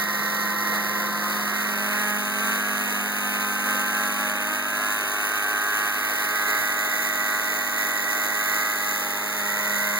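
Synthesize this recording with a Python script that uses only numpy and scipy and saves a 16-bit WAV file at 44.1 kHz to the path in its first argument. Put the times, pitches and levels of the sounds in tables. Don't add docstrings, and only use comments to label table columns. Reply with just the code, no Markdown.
import sys
import numpy as np
from scipy import signal
from scipy.fft import rfft, irfft
from scipy.io import wavfile
from scipy.ndimage import uniform_filter1d

SR = 44100
rng = np.random.default_rng(int(sys.argv[2]) if len(sys.argv) > 2 else 0)


def dump_mix(stems):
    frames = np.atleast_2d(stems).T
    limited = np.clip(frames, -1, 1)
    pcm = np.round(limited * 32767).astype(np.int16)
    wavfile.write(sys.argv[1], SR, pcm)


N = 440550
TIME = np.arange(N) / SR
FREQ = np.fft.rfftfreq(N, 1 / SR)

# time_s, firings_per_s
FIRING_RATE = [(0.0, 103.58), (0.09, 102.91), (0.18, 103.53), (0.26, 102.93), (0.39, 103.69), (0.5, 102.81),
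               (0.66, 104.11), (0.83, 103.19), (0.9, 103.65), (1.08, 103.36), (1.32, 104.17),
               (1.47, 103.53), (1.68, 104.47), (1.79, 103.58), (2.01, 104.56), (2.32, 103.5), (2.5, 104.31),
               (2.68, 103.58), (2.83, 104.2), (3.03, 103.26), (3.17, 103.99), (3.31, 102.98),
               (3.49, 103.46), (3.61, 102.91), (3.71, 104.0), (3.84, 103.43), (4.02, 103.7), (4.11, 102.97),
               (4.24, 103.76), (4.34, 103.21), (4.54, 104.28), (4.67, 103.24), (4.92, 104.63),
               (5.09, 103.04), (5.21, 104.39), (5.47, 103.36), (5.73, 104.47), (5.94, 103.73),
               (6.03, 104.25), (6.12, 103.99), (6.2, 104.49), (6.39, 103.47), (6.58, 104.37),
               (6.76, 103.41), (7.0, 104.36), (7.21, 103.42), (7.31, 104.63), (7.64, 103.21),
               (7.78, 104.31), (8.02, 102.6), (8.15, 103.97), (8.32, 103.0), (8.45, 104.37), (8.62, 103.53),
               (8.7, 103.83), (8.79, 102.9), (8.91, 104.0), (9.12, 102.67), (9.32, 103.97), (9.52, 102.63),
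               (9.62, 103.59), (9.72, 103.04), (9.84, 103.72), (9.92, 103.04), (9.98, 103.4)]
STUMBLES = [0.58, 1.46, 2.1]
# time_s, lag_ms
GROUND_LAG = [(0, 5.8), (.55, 5.92), (1.2, 5.7), (1.6, 5.25), (2.1, 4.75), (2.5, 4.35), (3.1, 4.02),
              (3.9, 3.78), (4.3, 3.45), (5, 2.72), (5.4, 2.58), (6.5, 2.5), (7.6, 2.6), (8.4, 2.52),
              (9.2, 2.3), (9.99, 1.85)]
# time_s, aspect
ASPECT = [(1.1, 0), (1.6, .45), (2.1, 1), (5.8, 1), (6.4, 1.75), (6.8, 2)]
# firing_multiple, under_db, front_db, side_db
EXHAUST = [(1, -65.0, -57.0, -57.0), (2, -39.5, -39.5, -36), (3, -49.5, -50.0, -49.0),
           (4, -50.0, -46.5, -50.0), (5, -50.0, -58.0, -58.5), (6, -44.5, -42.5, -38.5),
           (7, -45.5, -45.5, -47.5), (8, -47.0, -40.0, -42.5), (9, -54.0, -50.5, -46.0),
           (10, -34.0, -40.0, -41.5), (11, -43.0, -37.5, -39.5), (12, -41.0, -36.5, -38.5),
           (13, -35.5, -37.0, -37.0), (14, -42.5, -37.0, -36.0), (15, -36.0, -32.0, -36.5),
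           (16, -44.0, -32.0, -35.0), (17, -46.0, -40.0, -49.5), (18, -30.5, -40.0, -38.0),
           (19, -42.5, -45.5, -43.0), (20, -36.5, -44.0, -32.0), (21, -52.5, -45.5, -47.5),
           (22, -45.5, -43.5, -41.0), (23, -53.5, -49.0, -49.5), (24, -47.5, -46.5, -42.5),
           (25, -56.5, -47.5, -50.0), (26, -60.0, -49.5, -49.0), (27, -51.5, -52.0, -49.0),
           (28, -61.5, -59.5, -55.5), (29, -56.5, -49.5, -58.5), (30, -59.0, -52.5, -60.5),
           (31, -60.0, -56.0, -51.0), (32, -60.0, -63.0, -61.0), (33, -63.0, -52.5, -49.5),
           (34, -52.0, -59.5, -48.5), (35, -50.5, -51.0, -45.5), (36, -55.5, -45.0, -51.0),
           (37, -56.0, -54.0, -51.0), (38, -52.0, -55.0, -54.0)]
PHASE_SCATTER = (1.35, 0.9, 1.6)
# time_s, level_db
BUZZ_LEVEL = [(0.0, -33.5), (0.89, -33.5), (2.37, -29.5), (2.66, -27.5), (2.88, -32.5), (4.0, -27.5),
              (4.38, -32.5), (4.83, -28), (5.04, -30.5), (5.7, -25.5), (6.16, -30.5), (6.41, -26.5),
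              (7.11, -31.5), (7.36, -28), (7.53, -32.5), (8.66, -29), (9.24, -37), (9.99, -29)]
# time_s, level_db
RING_LEVEL = [(0.0, -25), (0.67, -25), (1.21, -34), (1.5, -27), (2.17, -30), (4.59, -32), (5.78, -30),
              (6.37, -28), (7.45, -32.5), (8.61, -29.5), (9.03, -36), (9.99, -25.5)]
# pitch_hz, under_db, front_db, side_db
CRACK_COLOUR = [(3340, -55, -50, -43), (4320, -30, -31, -7), (4570, -25, -9.5, -23), (6760, -24, -56, -23),
                (12000, -36, -39, -40)]
# rotor_speed_multiple, under_db, front_db, side_db
DRIVE_TONES = [(6.03, -63, -61, -62), (6.91, -62.5, -59.5, -58), (7.94, -58, -60, -62),
               (10.993, -44.5, -47, -47), (12.91, -71, -60, -56), (78.7, -69, -48.5, -56),
               (79.8, -68, -53, -52), (83.6, -70, -51, -39), (85.2, -47, -58, -37.5), (88.7, -46, -48, -42)]
# time_s, level_db
HISS_LEVEL = [(0, -31), (.95, -32.5), (1.1, -34), (1.3, -31.5), (1.7, -31.5), (2.4, -31), (2.75, -31),
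              (2.95, -31.5), (4.15, -31), (4.35, -33.5), (4.75, -32), (4.93, -31.5), (5.1, -31.5),
              (5.9, -31), (6.1, -30.5), (6.6, -30), (7.6, -31), (8.5, -29), (8.95, -29.5), (9.2, -32),
              (9.4, -31), (9.99, -29)]
# pitch_hz, under_db, front_db, side_db
HISS_COLOUR = [(100, -50, -50, -50), (1500, -20, -20, -20), (2300, 2, 2, 3), (2800, 2, 0, 1),
               (3300, 0, -1, 0), (3650, 3, 1, 2), (4300, 3, -1, 0), (5250, -1, -5, -3), (5600, 2, -2, 1),
               (6050, 3, 1, -1), (6450, 1, -1, 0), (6850, -4, -5, 0), (7500, -1, -1, -1),
               (8300, -11, -3, -6), (8900, -3, -4, -2), (9900, -4, -2, -2), (10650, -1, 0, 1),
               (11350, -4, -1, -1), (12650, -1, -1, -2), (14300, 3, 1, 2), (15600, -1, 0, 1),
               (16300, -10, -10, -10)]
# pitch_hz, width_hz, under_db, front_db, side_db
RATTLE_PARTS = [(6610, 100, -51, -11.5, -51), (6740, 580, -24, -55, -7.5), (9700, 750, -19, -13, -38),
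                (11160, 83, -44, -12, -10), (11750, 430, -10, -57, -9), (15000, 650, -12, -16, -8)]
# pitch_hz, under_db, front_db, side_db
WASH_COLOUR = [(30, -37, -33, -39), (75, -21.5, -26, -20.5), (130, -4, -14, -20), (200, -10, -8.5, -6),
               (320, 0, -2.5, -6), (523, 0, -1.5, 0.5), (840, -3, 0, -1.5), (1053, 7.5, 3, 4),
               (1550, 4.5, 5, 3.5), (1950, 8.5, 3.5, 9), (2340, -10.5, 0.5, -1.5), (2430, -40, 6, -46),
               (3220, -25, -4, -22), (6000, -36, -44, -29)]
# under_db, front_db, side_db
WASH_LEVEL = (-30.5, -32, -33)
# centre_s, length_s, level_db
BUFFETS = [(5.09, .04, -52), (6.61, .065, -45), (6.66, .04, -45), (6.72, .05, -48), (7.794, .06, -51),
           (8.1, .035, -48)]
# centre_hz, half_width_hz
MID_GAPS = [(2870, 617), (5600, 460), (8200, 414), (11100, 580), (13780, 380)]
# centre_hz, half_width_hz
SIDE_GAPS = [(1150, 820), (4330, 700), (7100, 303), (9700, 600), (12550, 650), (15250, 250)]
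# pitch_hz, side_against_mid_db
SPREAD = [(50, -3), (110, 2.5), (220, -7), (600, -9), (1300, 4.5), (1900, 4), (2600, 7), (16000, -1)]
# pitch_hz, left_minus_right_db
BALANCE = [(40, -1), (120, -5), (220, -3.5), (400, 1), (1450, 0), (1700, -2), (2000, -8), (2250, -4),
           (2450, 0), (16000, 0)]

FIRINGS_PER_ROTOR_TURN = 9 / 2
JITTER_FIRINGS_PER_S, JITTER_CHANGES_PER_S = .08, 20
SPIT_LENGTH, SPIT_FLOOR = .08, 1.05
TREES_DB, TREES_T60_S, TREES_BAND_HZ = -23, .7, (500, 3000)
BAND_EDGE_HZ = 15930


def exhaust(cycles, sides, ring_trim_db=-5.0):
    flip = uniform_filter1d(np.cos(np.pi * np.searchsorted(STUMBLES, TIME)), size=1200)
    scatter = np.array(PHASE_SCATTER) @ sides
    partials = {}
    for k, *db in EXHAUST:
        partial = harmonic(cycles, k, facing_db(db, sides), scatter)
        partials[k] = partial * flip if k % 2 else partial

    low = sum(partials[k] for k in (1, 3, 5, 6, 7, 8, 9))
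    buzz = sum(partials[k] for k in range(10, 17))
    ring = sum(partials[k] for k in range(17, 23))
    rasp = sum(partials[k] for k in range(23, 39))

    drone = ground(partials[2], bounce=0.8, turf_ms=-0.2)
    octave = ground(partials[4], bounce=0.4, turf_ms=0.25)
    muffler = at_level(ground(buzz, bounce=0.45), BUZZ_LEVEL, surge_db=1.0)
    pipe = amp(ring_trim_db) * at_level(ground(ring), RING_LEVEL, surge_db=1.0)
    return drone + octave + muffler + pipe + ground(low, bounce=0.39) + rasp


def harmonic(cycles, k, db, scatter, flutter_db=0.7):
    phase = 2 * np.pi * k * cycles + scatter * rng.standard_normal()
    return amp(db + flutter_db * wander(9)) * np.cos(phase.astype(np.float32))


def crack(firings, sides):
    return coloured(clicks(firings), CRACK_COLOUR, sides)


def hiss(firings, rotor, sides, flicker_db=0.82):
    spits = puffs(firings, SPIT_LENGTH, SPIT_FLOOR, uneven_db=2)
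    gas = coloured(spits * air_noise(alike=0.17), HISS_COLOUR, sides)
    chop = 1 + .13 * np.cos(2 * np.pi * 2 * rotor)
    beat = chop * amp(flicker_db * wander(40))
    return at_level(beat * (gas + rattle(firings, sides)), HISS_LEVEL, surge_db=0.65)


def rattle(firings, sides, slop=.004, lag=.07):
    out = np.zeros(N)
    cycle = firings + slop * wander(60) + 1 - lag
    knocks = 9 * clicks(cycle)
    for hz, width, *db in RATTLE_PARTS:
        chatter = puffs(cycle, length=0.28, floor=0.21, uneven_db=1.5) * rng.standard_normal(N)
        ring = signal.lfilter(*signal.iirpeak(hz, hz / width, fs=SR), knocks + chatter)
        out += amp(facing_db(db, sides)) * ring / ring.std()
    return out


def drivetrain(rotor, sides, gain_db=2, flutter_db=1):
    tones = np.zeros(N)
    for multiple, *db in DRIVE_TONES:
        level = amp(facing_db(db, sides) + flutter_db * wander(8.2))
        tones += level * np.sin(2 * np.pi * multiple * rotor)
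    return amp(gain_db) * ground(tones, bounce=0.66)


def wash(firings, rotor, sides, chop=0.075):
    blades = 1 + chop * np.cos(2 * np.pi * 2 * rotor)
    beat = blades * puffs(firings, length=0.35, floor=7.5, uneven_db=4.0)
    air = coloured(beat * air_noise(alike=0.87), WASH_COLOUR, sides)
    return amp(facing_db(WASH_LEVEL, sides)) * steadied(ground(air, bounce=0.23))


def ground(x, bounce=0.37, dull_hz=4500, turf_ms=0):
    soft = signal.lfilter(*signal.butter(1, dull_hz, fs=SR), x)
    then = TIME - (curve(GROUND_LAG) + turf_ms) / 1000
    echo = np.apply_along_axis(lambda port: np.interp(then, TIME, port, left=0), -1, soft)
    return x + bounce * echo


def treeline(x):
    t = np.arange(SR) / SR
    sparse = rng.standard_normal((2, SR)) * (rng.random((2, SR)) < .05)
    taps = sparse * amp(-60 * t / TREES_T60_S) * (t > .02)
    tail = signal.lfilter(*signal.butter(2, TREES_BAND_HZ, "bandpass", fs=SR), taps)
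    tail = tail / np.linalg.norm(tail[0])
    return amp(TREES_DB) * signal.fftconvolve(x, tail, axes=1)[:, :N]


def breeze(low_hz=70, high_hz=150):
    band = signal.butter(4, [low_hz, high_hz], "bandpass", fs=SR, output="sos")
    air = signal.sosfilt(band, rng.standard_normal(N))
    swell = sum(amp(db) * np.exp(-(2 * (TIME - s) / length) ** 2) for s, length, db in BUFFETS)
    return np.outer([0, 1], swell * air / air.std())


def facing():
    aspect = np.clip(curve(ASPECT), 0, 2)
    return np.maximum(1 - abs(aspect - np.arange(3)[:, None]), 0)


def facing_db(db, sides):
    return np.array(db) @ sides


def coloured(x, table, sides):
    hz, *columns = np.transpose(table)
    spectrum = rfft(x.astype(np.float32))
    out = 0
    for weight, db in zip(sides, columns):
        out = out + weight * irfft(spectrum * amp(read(hz, db)).astype(np.float32), N)
    return out


def puffs(cycles, length, floor, uneven_db):
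    strength = amp(uneven_db * rng.standard_normal(2048))[cycles.astype(int)]
    return floor + strength * np.exp(-((cycles % 1) / length))


def clicks(cycles):
    return np.diff(np.floor(cycles), prepend=np.floor(cycles[0]))


def air_noise(alike):
    first, other = rng.standard_normal((2, N))
    return np.array([first, alike * first + np.sqrt(1 - alike ** 2) * other])


def hunt():
    speed = curve(FIRING_RATE)
    return speed - uniform_filter1d(speed, size=SR // 2)


def at_level(x, rows, surge_db):
    return steadied(x) * amp(curve(rows) + surge_db * hunt())


def steadied(x):
    size = SR // 8
    power = uniform_filter1d(uniform_filter1d(x * x, size), size)
    return x / np.sqrt(np.abs(power) + 1e-14)


def wander(rate):
    knots = rng.standard_normal(4096)
    fine = signal.resample(knots, len(knots) * 4)
    return np.interp(TIME * rate * 4, np.arange(len(fine)), fine)


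def amp(db):
    return 10 ** (np.asarray(db) / 20)


def curve(rows):
    return np.interp(TIME, *np.transpose(rows))


def read(hz, values):
    return np.interp(np.log(FREQ + 1), np.log(np.asarray(hz) + 1), values)


def notches(gaps, order=4):
    steep = [((FREQ - hz) / width) ** order for hz, width in gaps]
    return np.prod([u / np.sqrt(1 + u * u) for u in steep], axis=0)


def scene(gust_db=0.5, gusts_per_s=8):
    speed = curve(FIRING_RATE) + JITTER_FIRINGS_PER_S * wander(JITTER_CHANGES_PER_S)
    cycles = np.cumsum(speed) / SR
    firings = cycles + np.searchsorted(STUMBLES, TIME) / 2
    rotor = cycles / FIRINGS_PER_ROTOR_TURN
    sides = facing()
    machine = exhaust(cycles, sides) + crack(firings, sides) + hiss(firings, rotor, sides)
    machine = machine + drivetrain(rotor, sides) + wash(firings, rotor, sides)
    heard = machine * amp(gust_db * wander(gusts_per_s))
    return heard + treeline(heard) + breeze()


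def record(dry, leak_db=-52):
    first, second = rfft(dry)
    to_mid = notches(MID_GAPS) + amp(leak_db)
    to_side = (notches(SIDE_GAPS) + amp(leak_db)) * amp(read(*np.transpose(SPREAD)))
    power = np.hypot(to_mid, to_side)
    mid = first * to_mid / power
    side = -1j * second * to_side / power
    lean = amp(read(*np.transpose(BALANCE)))
    pair = np.array([(mid + side) * lean, mid - side]) * np.sqrt(2 / (1 + lean ** 2))
    low_pass = signal.firwin(801, BAND_EDGE_HZ, window=("kaiser", 9), fs=SR)
    return signal.oaconvolve(irfft(pair, N), low_pass[None], "same")


dry = scene()
out = record(dry)
dump_mix(out)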